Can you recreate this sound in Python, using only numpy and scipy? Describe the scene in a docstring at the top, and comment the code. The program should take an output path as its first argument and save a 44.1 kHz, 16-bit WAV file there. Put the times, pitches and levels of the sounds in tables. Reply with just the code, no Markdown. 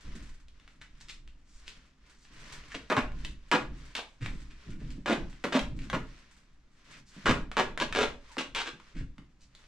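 """Duct tape is wound round the joint of a vacuum hose and a corrugated plastic pipe in a bare room.
First hands and clothes rustle, the long pipe rumbles and bumps, and fingers pick at the roll.
From 2.7 s the tape comes off in short rips: bursts of tiny slips that ring the free strip and the pipe,
with snaps and handling in between. At 8.3 s the tape squeaks faintly on the plastic, just ahead of
the last rips. The final second settles into soft bumps, clicks and rustle."""
import sys
import numpy as np
from scipy import signal
from scipy.fft import rfft, irfft, next_fast_len
from scipy.io import wavfile

SR = 44100
rng = np.random.default_rng(int(sys.argv[2]) if len(sys.argv) > 2 else 0)


def file_out(sig):
    """Save sig as 16-bit WAV at sys.argv[1]."""
    # one column per channel
    cols = np.atleast_2d(sig).T
    # limit, then scale
    lim = np.clip(cols, -1, 1)
    pcm = np.round(lim * 32767).astype(np.int16)
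    wavfile.write(sys.argv[1], SR, pcm)


N = 426447
T = np.arange(SR // 6) / SR  # time within one hit [s]
SLOW = np.arange(0, N, 64) / SR  # time for slow envelopes [s]


def amp(db):
    """Decibels to gain."""
    return 10 ** (np.asarray(db) / 20)


def unit(x):
    """Scale to rms 1."""
    return x / np.sqrt(np.mean(x ** 2) + 1e-20)


def lasting(x, seconds):
    """Scale to the energy of a sound of rms 1 that lasts so long."""
    return x * np.sqrt(seconds * SR / (np.sum(x ** 2) + 1e-20))


def along(points, hz):
    """Read a curve of (frequency, value) points on a log frequency axis."""
    freqs, values = np.transpose(points)
    return np.interp(np.log(hz + 1), np.log(freqs), values)


def wobble(rate):
    """A random modulator that ramps to a new value rate times a second."""
    return np.interp(np.arange(N) * rate / SR, np.arange(4096), rng.standard_normal(4096))


def held(s, length, rise, fall_db_per_s):
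    """An attack, hold and release envelope from time s."""
    attack = np.clip((SLOW - s) / rise, 0, 1)
    return attack * amp(-fall_db_per_s * np.maximum(SLOW - s - length, 0))


def swell(middle, length, fade_db):
    """An envelope that peaks at its middle, with its ends fade_db lower."""
    return amp(-fade_db * np.minimum((2 * (SLOW - middle) / length) ** 2, 20))


def together(rest_db, envelopes):
    """Slow envelopes added in power over a resting level, one value per sample."""
    power = amp(rest_db) ** 2 + sum(e ** 2 for e in envelopes)
    return np.interp(np.arange(N) / SR, SLOW, np.sqrt(power))


def filtered(x, response):
    """EQ x with a response given as a function of frequency."""
    n = x.shape[-1]
    size = next_fast_len(n + SR // 10, True)
    return irfft(rfft(x, size) * response(np.fft.rfftfreq(size, 1 / SR)), size)[..., :n]


def causal(spectrum, size=2048):
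    """The tightest (minimum-phase) impulse response with this spectrum."""
    gain = amp(along(spectrum, np.fft.rfftfreq(size, 1 / SR)))
    cepstrum = irfft(np.log(gain))
    cepstrum[1:size // 2] *= 2
    cepstrum[size // 2 + 1:] = 0
    return irfft(np.exp(rfft(cepstrum)))


def through(x, impulse):
    """Play x through an impulse response."""
    return signal.fftconvolve(x, impulse)[:len(x)]


def resonance(f, hz, width):
    """Response of one damped mode."""
    return 1j * f * width / (hz * hz - f * f + 1j * f * width)


def ring(x, modes, top_hz=3000):
    """Play x through a body with these modes; its soft wall passes little treble."""
    def body(f):
        return sum(amp(db) * resonance(f, hz, width) for hz, width, db in modes) / (1 + 1j * f / top_hz)
    return filtered(x, body)


def gliding(x, hz, width_hz):
    """Play x through a swept resonance."""
    turn = np.exp(2j * np.pi * np.cumsum(hz) / SR)
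    pole = np.exp(-np.pi * width_hz / SR)
    return np.real(turn * signal.lfilter([1], [1, -pole], x / turn))


def scattered(count, scatter_db):
    """Random gains around 1, without extreme spikes."""
    return amp(scatter_db * np.clip(rng.standard_normal(count), -2, 2))


def slip_train(rate, scatter_db, count=600):
    """Sudden slips of uneven size and direction, about rate a second, the first at time 0."""
    gaps = rng.gamma(2, .5, count) / rate
    onsets = ((np.cumsum(gaps) - gaps[0]) * SR).astype(int)
    slips = scattered(count, scatter_db) * rng.choice([-1, 1, 1], count)
    return np.bincount(onsets, slips, len(T))[:len(T)]


def add(out, s, x):
    """Mix x into out from time s on."""
    part = out[:, round(s * SR):][:, :x.shape[1]]
    part += x[:, :part.shape[1]]


# Stereo width of diffuse sound: (frequency [Hz], side over mid [dB])
WIDTH = [(100, -21.5), (250, -14.5), (500, -7.5), (1000, -9), (2000, -3), (4000, -4.5), (10000, 1.5)]


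def diffuse(pair):
    """Two unrelated signals as a close microphone pair hears them: narrow bass, wide treble."""
    side = filtered(pair[1], lambda f: amp(along(WIDTH, f)))
    return np.array([pair[0] + side, pair[0] - side])


def noise(spectrum, grit_db=0):
    """A stereo noise bed with its mid at rms 1; grit breaks it into small grains."""
    grains = np.repeat(amp(grit_db * rng.standard_normal(N // 64 + 1)), 64)[:N]
    source = grains * rng.standard_normal((2, N))
    return diffuse(unit(filtered(source, lambda f: amp(along(spectrum, f)))))


# Reverb of the bare room: (frequency [Hz], time to fall 60 dB [s])
ROOM = [(150, .42), (500, .32), (1400, .29), (3700, .29), (9700, .27)]


def in_room(x, wet_db, build_s=0.0011):
    """The direct sound plus a dense tail from floor and walls, at the energy of the dry sound."""
    hz, t, bands = signal.stft(rng.standard_normal((2, SR // 4)), SR, nperseg=256)
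    decay = amp(-60 * t / along(ROOM, hz)[:, None])
    tail = signal.istft(bands * decay, SR, nperseg=256)[1]
    tail *= 1 - np.exp(-(np.arange(tail.shape[1]) / SR / build_s) ** 2)
    impulse = amp(wet_db) * diffuse(tail / np.linalg.norm(tail[0]))
    impulse[:, 0] += 1
    heard = signal.fftconvolve(x[None], impulse, axes=1)
    return heard * np.linalg.norm(x) / np.linalg.norm(heard.mean(0))


# Colour of the still room: (frequency [Hz], level [dB])
ROOM_TONE_EQ = [(25, -6.5), (60, -15), (100, -15.5), (220, -4), (400, -19), (800, -19), (1200, -18),
                (3000, -32.5), (7000, -32.5), (10000, -49), (15000, -62)]


def room_tone(db=-74):
    """The faint, steady hush of the room."""
    return amp(db) * noise(ROOM_TONE_EQ)


# Colour of one tiny catch, in a crinkle or a scuff: (frequency [Hz], level [dB])
GRIT_EQ = [(300, -21.5), (800, -6), (1500, 3), (3000, -3.5), (5000, -3.5), (8000, -5.5), (10500, -21.5),
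           (15500, -32)]


def crinkles(count=200, scatter_db=5):
    """Folds of tape and cloth flick over at random moments."""
    flicks = np.bincount(rng.integers(0, N, count), scattered(count, scatter_db), N)
    return in_room(unit(through(flicks, causal(GRIT_EQ))), wet_db=6.5)[:, :N]


# Colour of rubbing cloth: (frequency [Hz], level [dB])
CLOTH_EQ = [(240, -22), (400, 2), (481, -5), (569, -1), (653, -5), (847, -7.5), (1020, 2), (1100, 0),
            (1820, 2), (5820, -7.5), (7910, -18), (12100, -34.5), (14400, -52), (15500, -43.5)]
# Strokes of hands and clothes: (middle time [s], length [s], level [dB])
RUBS = [(0.135, 0.51, -59), (0.653, 0.42, -71), (1.03, 0.36, -67.5), (1.718, 0.42, -63.5),
        (2.099, 0.19, -65), (2.518, 0.47, -53), (2.86, .2, -65), (3.23, 0.26, -59), (3.476, .2, -67.5),
        (3.857, 0.36, -60), (4.394, 0.49, -64), (4.652, 0.23, -60), (4.895, 0.23, -62), (5.335, 0.78, -64),
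        (5.865, 0.24, -60), (6.148, 0.31, -61), (6.346, 0.44, -69.5), (6.796, 0.102, -68.5),
        (6.928, 0.21, -57.5), (7.214, 0.21, -56), (8.322, 0.28, -60.5), (8.88, 0.24, -63),
        (9.62, 0.21, -65)]


def rustle(idle_db=-77.5, crinkle_db=-7):
    """Hands and clothes brush over tape and pipe: swells of fluttering, crinkly noise."""
    strokes = together(idle_db, (amp(db) * swell(s, length, fade_db=13.5) for s, length, db in RUBS))
    flutter = amp(0.81 * wobble(49))
    texture = noise(CLOTH_EQ, grit_db=1.5) + amp(crinkle_db) * crinkles()
    return strokes * flutter * texture


# Colours of the pipe's sub-bass sway and of its ribs' rumble: (frequency [Hz], level [dB])
SWAY_EQ = [(12, 2.5), (27, 4.5), (42, -6.5), (58, 0.5), (78, -16), (110, -20), (250, -89.5)]
RUMBLE_EQ = [(50, -20.5), (90, -8.5), (130, 5.5), (180, 0), (225, -2.5), (290, -0.5), (370, -13.5),
             (600, -27.5), (1500, -69)]
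# Shoves that shift the pipe: (time [s], length [s], sway level [dB], rumble level [dB])
SHOVES = [(0.032, 0.2, -40, -54.5), (0.418, 0.078, -48.5, -76), (.75, 0.51, -56, -67),
          (1.22, 0.055, -46, -72), (1.497, 0.28, -54.5, -87), (2.288, 0.54, -52.5, -60),
          (2.961, 0.34, -38.5, -50), (3.59, .18, -40, -49.5), (4.198, 0.15, -37, -46),
          (4.442, 0.052, -45.5, -59), (4.654, .29, -39.5, -47.5), (5.162, 0.062, -36, -42.5),
          (5.58, 0.23, -36.5, -45), (5.84, 0.2, -42.5, -49.5), (6.863, 0.17, -64, -62.5),
          (7.239, 0.11, -33, -38), (7.599, 0.49, -43, -52), (8.443, 0.089, -48, -62),
          (8.937, 0.071, -36.5, -47.5), (9.169, 0.036, -60.5, -56)]


def pipe_shoves(rest_sway_db=-61, rest_rumble_db=-71.5):
    """The long pipe sways, slow to start and to settle; its dragging ribs rumble and stop sooner."""
    sways, drags = [], []
    for s, length, sway_db, rumble_db in SHOVES:
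        sways.append(amp(sway_db) * held(s, length, rise=0.064, fall_db_per_s=87.5))
        drags.append(amp(rumble_db) * held(s, length, rise=0.02, fall_db_per_s=119))
    sway = together(rest_sway_db, sways) * noise(SWAY_EQ)
    rumble = together(rest_rumble_db, drags) * amp(0.5 * wobble(45)) * noise(RUMBLE_EQ)
    return sway + rumble


# Hollow body of the pipe, also rung by snaps and rips: (frequency [Hz], bandwidth [Hz], level [dB])
PIPE_MODES = [(217, 7.5, -.5), (267.4, 31, -1), (366, 114, -0.5), (433.6, 21, -1), (488, 39, -1),
              (576, 53, -2), (639, 16, -5.5), (872, 12, -6)]
# Dull bumps of the pipe against hand and knee: (time [s], level [dB], pitch [Hz])
BUMPS = [(.071, -43.5, 119), (.146, -45.5, 205), (1.765, -60.5, 205), (2.965, -31.5, 132),
         (3.701, -48, 128), (4.218, -32, 118), (4.683, -40.5, 139), (4.814, -39, 128), (4.975, -40.5, 167),
         (5.933, -33, 144), (7.162, -44.5, 189), (7.295, -27.5, 150), (8.371, -35.5, 233), (8.73, -50, 167),
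         (8.956, -40.5, 168), (9.005, -36.5, 124), (9.183, -49, 189.5)]


def bumps(cues, decay_s=0.017, rise_s=0.0028, breadth=0.58, ring_db=-1):
    """A soft shove makes the pipe wall boom briefly and stirs its lowest modes."""
    out = np.zeros((2, N))
    for s, db, hz in cues:
        shove = rng.standard_normal(len(T)) * np.exp(-T / decay_s) * (1 - np.exp(-T / rise_s))
        boom = filtered(shove, lambda f: resonance(f, hz, breadth * hz) ** 2)
        bump = lasting(boom + amp(ring_db) * ring(boom, PIPE_MODES), 0.018)
        add(out, s, in_room(amp(db) * bump, wet_db=-7.5))
    return out


# Colour of a snap: (frequency [Hz], level [dB])
SNAP_EQ = [(150, -9), (500, 7.5), (1400, 0.5), (3500, 2), (5000, -2.5), (8000, -5), (10500, -15),
           (15500, -31.5)]
# Single snaps of the tape and clicks of the pipe's ribs: (time [s], level [dB], pitch [Hz])
SNAPS = [(.484, -43.5, 3500), (.599, -44, 2500), (.678, -37, 1700), (.815, -33, 1900), (1.01, -41, 1900),
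         (1.098, -28.5, 2800), (1.277, -39.5, 2400), (1.68, -26.5, 2870), (2.252, -41, 1900),
         (3.12, -38, 1500), (3.249, -20.5, 2600), (3.967, -21.5, 3500), (3.99, -22, 900),
         (4.261, -19.5, 1850), (4.905, -35.5, 3500), (5.329, -37.5, 1600), (5.791, -31.5, 2300),
         (5.593, -15.5, 2220), (5.9, -18, 1620), (7.294, -13.5, 1600), (7.516, -22.5, 1300),
         (7.776, -15.5, 1300), (7.926, -15.5, 1690), (8.369, -21.5, 900), (8.8, -35.5, 1250),
         (9.182, -35.5, 1400), (9.551, -36.5, 3200)]


def snaps(cues, decay_s=.0028, breadth=0.78, trail_gain=0.38, crack_s=0.0002, knock_db=-13):
    """One sudden slip with a few small ones trailing it: a dry crack and a knock in the pipe."""
    out = np.zeros((2, N))
    colour = causal(SNAP_EQ)
    for s, db, hz in cues:
        burst = trail_gain * slip_train(rate=1700, scatter_db=6.5) * np.exp(-T / decay_s)
        burst[0] = 1  # the leading slip
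        crack = filtered(through(burst, colour), lambda f: resonance(f, hz, breadth * hz))
        knock = amp(knock_db) * lasting(ring(burst, PIPE_MODES), crack_s)
        add(out, s, in_room(amp(db) * (lasting(crack, crack_s) + knock), wet_db=-1.5))
    return out


# Brief scrapes of fingers and hose: (time [s], stroke length [s], level [dB], pitch [Hz])
SCUFFS = [(0.807, .03, -54, 2300), (1.001, 0.019, -54, 4500), (1.078, 0.04, -48.5, 3500),
          (1.437, 0.34, -71, 6000), (1.654, 0.062, -55, 3500), (2.102, 0.44, -74, 5450),
          (2.695, 0.062, -48.5, 2000), (3.237, 0.024, -57, 3500), (4.203, 0.079, -48, 2000),
          (4.498, .03, -58.5, 2390), (4.71, 0.034, -58.5, 2050), (4.792, .04, -61.5, 2200),
          (4.907, 0.019, -62, 3800), (5.8, 0.045, -58, 2600), (6.917, .05, -56, 2180),
          (7.054, 0.062, -64, 5800), (8.94, 0.077, -55, 2180), (9.388, .069, -67, 5000)]


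def scuffs(breadth=0.75):
    """A short stroke swells and fades over many tiny catches; the longest are cut off at 1/6 s."""
    out = np.zeros((2, N))
    colour = causal(GRIT_EQ)
    for s, length, db, hz in SCUFFS:
        stroke = np.sin(np.pi * np.minimum(T / length, 1))
        catches = through(stroke * slip_train(rate=1200, scatter_db=5.5), colour)
        scrape = filtered(catches, lambda f: resonance(f, hz, breadth * hz))
        add(out, s, in_room(amp(db) * lasting(scrape, length), wet_db=0.0))
    return out


# Colours of the tape sheet and of the crackle at the peel line: (frequency [Hz], level [dB])
TAPE_EQ = [(100, -22.5), (300, -3), (520, 0.5), (770, -2.5), (1050, 0), (1600, 0.5), (2000, 1.5),
           (3000, -5), (5000, -21), (9000, -45), (15000, -91)]
CRACKLE_EQ = [(300, -25), (1200, 2), (2000, 5), (2600, 6.5), (3500, 4), (4500, -4.5), (6000, -8.5),
              (8000, -16), (10000, -29), (13000, -49), (15500, -58.5)]
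# Body of the roll's cardboard core: (frequency [Hz], bandwidth [Hz], level [dB])
CORE_MODES = [(980, 50, 0), (1153, 35, -3.5), (1243, 30, -1.5), (1431, 22, 4), (1660, 74, 3), (2514, 48, 2),
              (3107, 120, 4)]
# Pulls on the roll: (time [s], length [s], level [dB], swell [dB], crackle mix [dB], pipe mix [dB],
# strip's starting pitch [Hz], opening snap level [dB], boom level [dB])
RIPS = [ (2.745, 0.0084, -39, 0, 5, -11.5, 593, -28.5, -42),
        (2.900, .024, -29.5, 3.5, -8.5, 2, 1300, -16, -35.5),
        (2.967, 0.022, -27, -1, -8, -6, 1050, -12.5, -33),
        (3.515, 0.038, -25.5, 7.5, -4, -6, 1320, -8, -27), (3.952, .041, -46, 6, 7.5, -21, 1330, -15, -51),
        (5.059, 0.072, -32.5, 3.5, -3, -3, 670, -20, -25),
        (5.440, 0.0062, -34.5, 2, -2, 8.5, 1280, -14.5, -36),
        (5.524, 0.044, -32.5, -1, 0.5, 0.5, 754, -25, -21.5),
        (5.931, 0.02, -32.5, -3.5, -5.5, -0.5, 1150, -27, -32.5),
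        (7.257, 0.054, -27.5, -1, -3, -7, 1380, -16, -22.5),
        (7.569, .038, -27, 1.5, -3, -3, 1130, -20, -38.5),
        (7.801, 0.023, -31.5, 8.5, 2.5, -4, 1180, -16, -36),
        (7.95, 0.088, -31, 0.5, 1, -2.5, 607, -18, -46), (8.382, .030, -39.5, 0, 7, -5, 1440, -15.5, -45.5),
        (8.549, 0.068, -40.5, -5, 8, -21, 1340, -14, -62),
        (8.660, 0.03, -43.5, -1, 5.5, -5, 1810, -47, -69)]


def rips(sheet_db=-2, strip_db=-4, core_db=-7.0, release_s=0.0097, end_pitch_ratio=0.71):
    """The glue lets go in uneven slips; the freed strip lengthens, so its ring falls."""
    out = np.zeros((2, N))
    tape_colour, crackle_colour = causal(TAPE_EQ), causal(CRACKLE_EQ)
    for s, length, db, swell_db, crackle_db, pipe_db, start_hz, _, _ in RIPS:
        progress = np.minimum(T / length, 1)
        tension = np.exp(-np.maximum(T - length, 0) / release_s)
        slips = slip_train(rate=800, scatter_db=3.0) * tension
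        # the longer strip radiates more of the low range; the crackle follows only half the swell
        pull = slips * amp(swell_db * progress)
        crackle = through(slips * amp(.5 * swell_db * progress), crackle_colour)
        sheet = through(pull, tape_colour)
        strip = gliding(sheet, start_hz * end_pitch_ratio ** progress, width_hz=390)
        core = ring(sheet, CORE_MODES)
        # the pipe is shaken harder as the strip comes taut
        hollow = ring(pull * amp(6.3 * progress), PIPE_MODES)
        layers = [(sheet_db, sheet), (strip_db, strip), (core_db, core),
                  (crackle_db, crackle), (pipe_db, hollow)]
        rip = sum(amp(db + mix_db) * lasting(layer, length) for mix_db, layer in layers)
        add(out, s, in_room(rip, wet_db=-4.5))
    return out


def pull_snaps(open_hz=1667, crackle_db_per_octave=16, long_pull_s=.042, catch_db=19, catch_hz=1050):
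    """Snap cues: the glue breaks as each pull opens, and a long pull ends with a catch."""
    cues = []
    for s, length, db, _, crackle_db, _, _, open_db, _ in RIPS:
        octaves = crackle_db / crackle_db_per_octave  # more crackle, brighter snap
        cues.append((s, open_db, open_hz * 2 ** octaves))
        if length > long_pull_s:
            cues.append((s + length, db + catch_db, catch_hz))
    return cues


def pull_booms(boom_hz=238.4):
    """Bump cues: each pull jerks the pipe halfway through."""
    return [(s + length / 2, boom_db, boom_hz) for s, length, *_, boom_db in RIPS]


def squeak(s=8.285, length=0.0531, db=-61, start_hz=1230, end_hz=780):
    """Tape sliding on plastic gives one faint falling squeak."""
    out = np.zeros((2, N))
    progress = np.minimum(T / length, 1)
    hz = start_hz * (end_hz / start_hz) ** progress
    chirp = np.sin(np.pi * progress) * np.sin(2 * np.pi * np.cumsum(hz) / SR)
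    add(out, s, in_room(amp(db) * lasting(chirp, length), wet_db=-6))
    return out


def scene():
    """A bed of room tone and handling, with the hits of pipe and tape on top."""
    bed = room_tone() + rustle() + pipe_shoves()
    return bed + bumps(BUMPS + pull_booms()) + snaps(SNAPS + pull_snaps()) + scuffs() + rips() + squeak()


# Balance of the microphone pair: (frequency [Hz], left over right [dB])
BALANCE = [(500, -0.5), (1000, 0), (2000, 0.8), (4000, 1.9), (8000, -3.5), (12000, -1)]
# Phase between the microphones: (frequency [Hz], lag of the left [rad])
LEFT_LAG = [(100, 0.015), (600, 0.088), (1640, 0.5), (2400, 0.18), (6000, 1), (10000, 1)]


def record(dry, top_hz=15400):
    """The two microphones differ a little in colour, the right hears first, and the top is cut off."""
    sides = np.array([[.5], [-.5]])

    def microphones(f):
        colour = amp(sides * along(BALANCE, f))
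        lag = np.exp(-1j * sides * along(LEFT_LAG, f))
        return colour * lag * (f < top_hz)
    return filtered(dry, microphones)


dry = scene()
out = record(dry)
file_out(out)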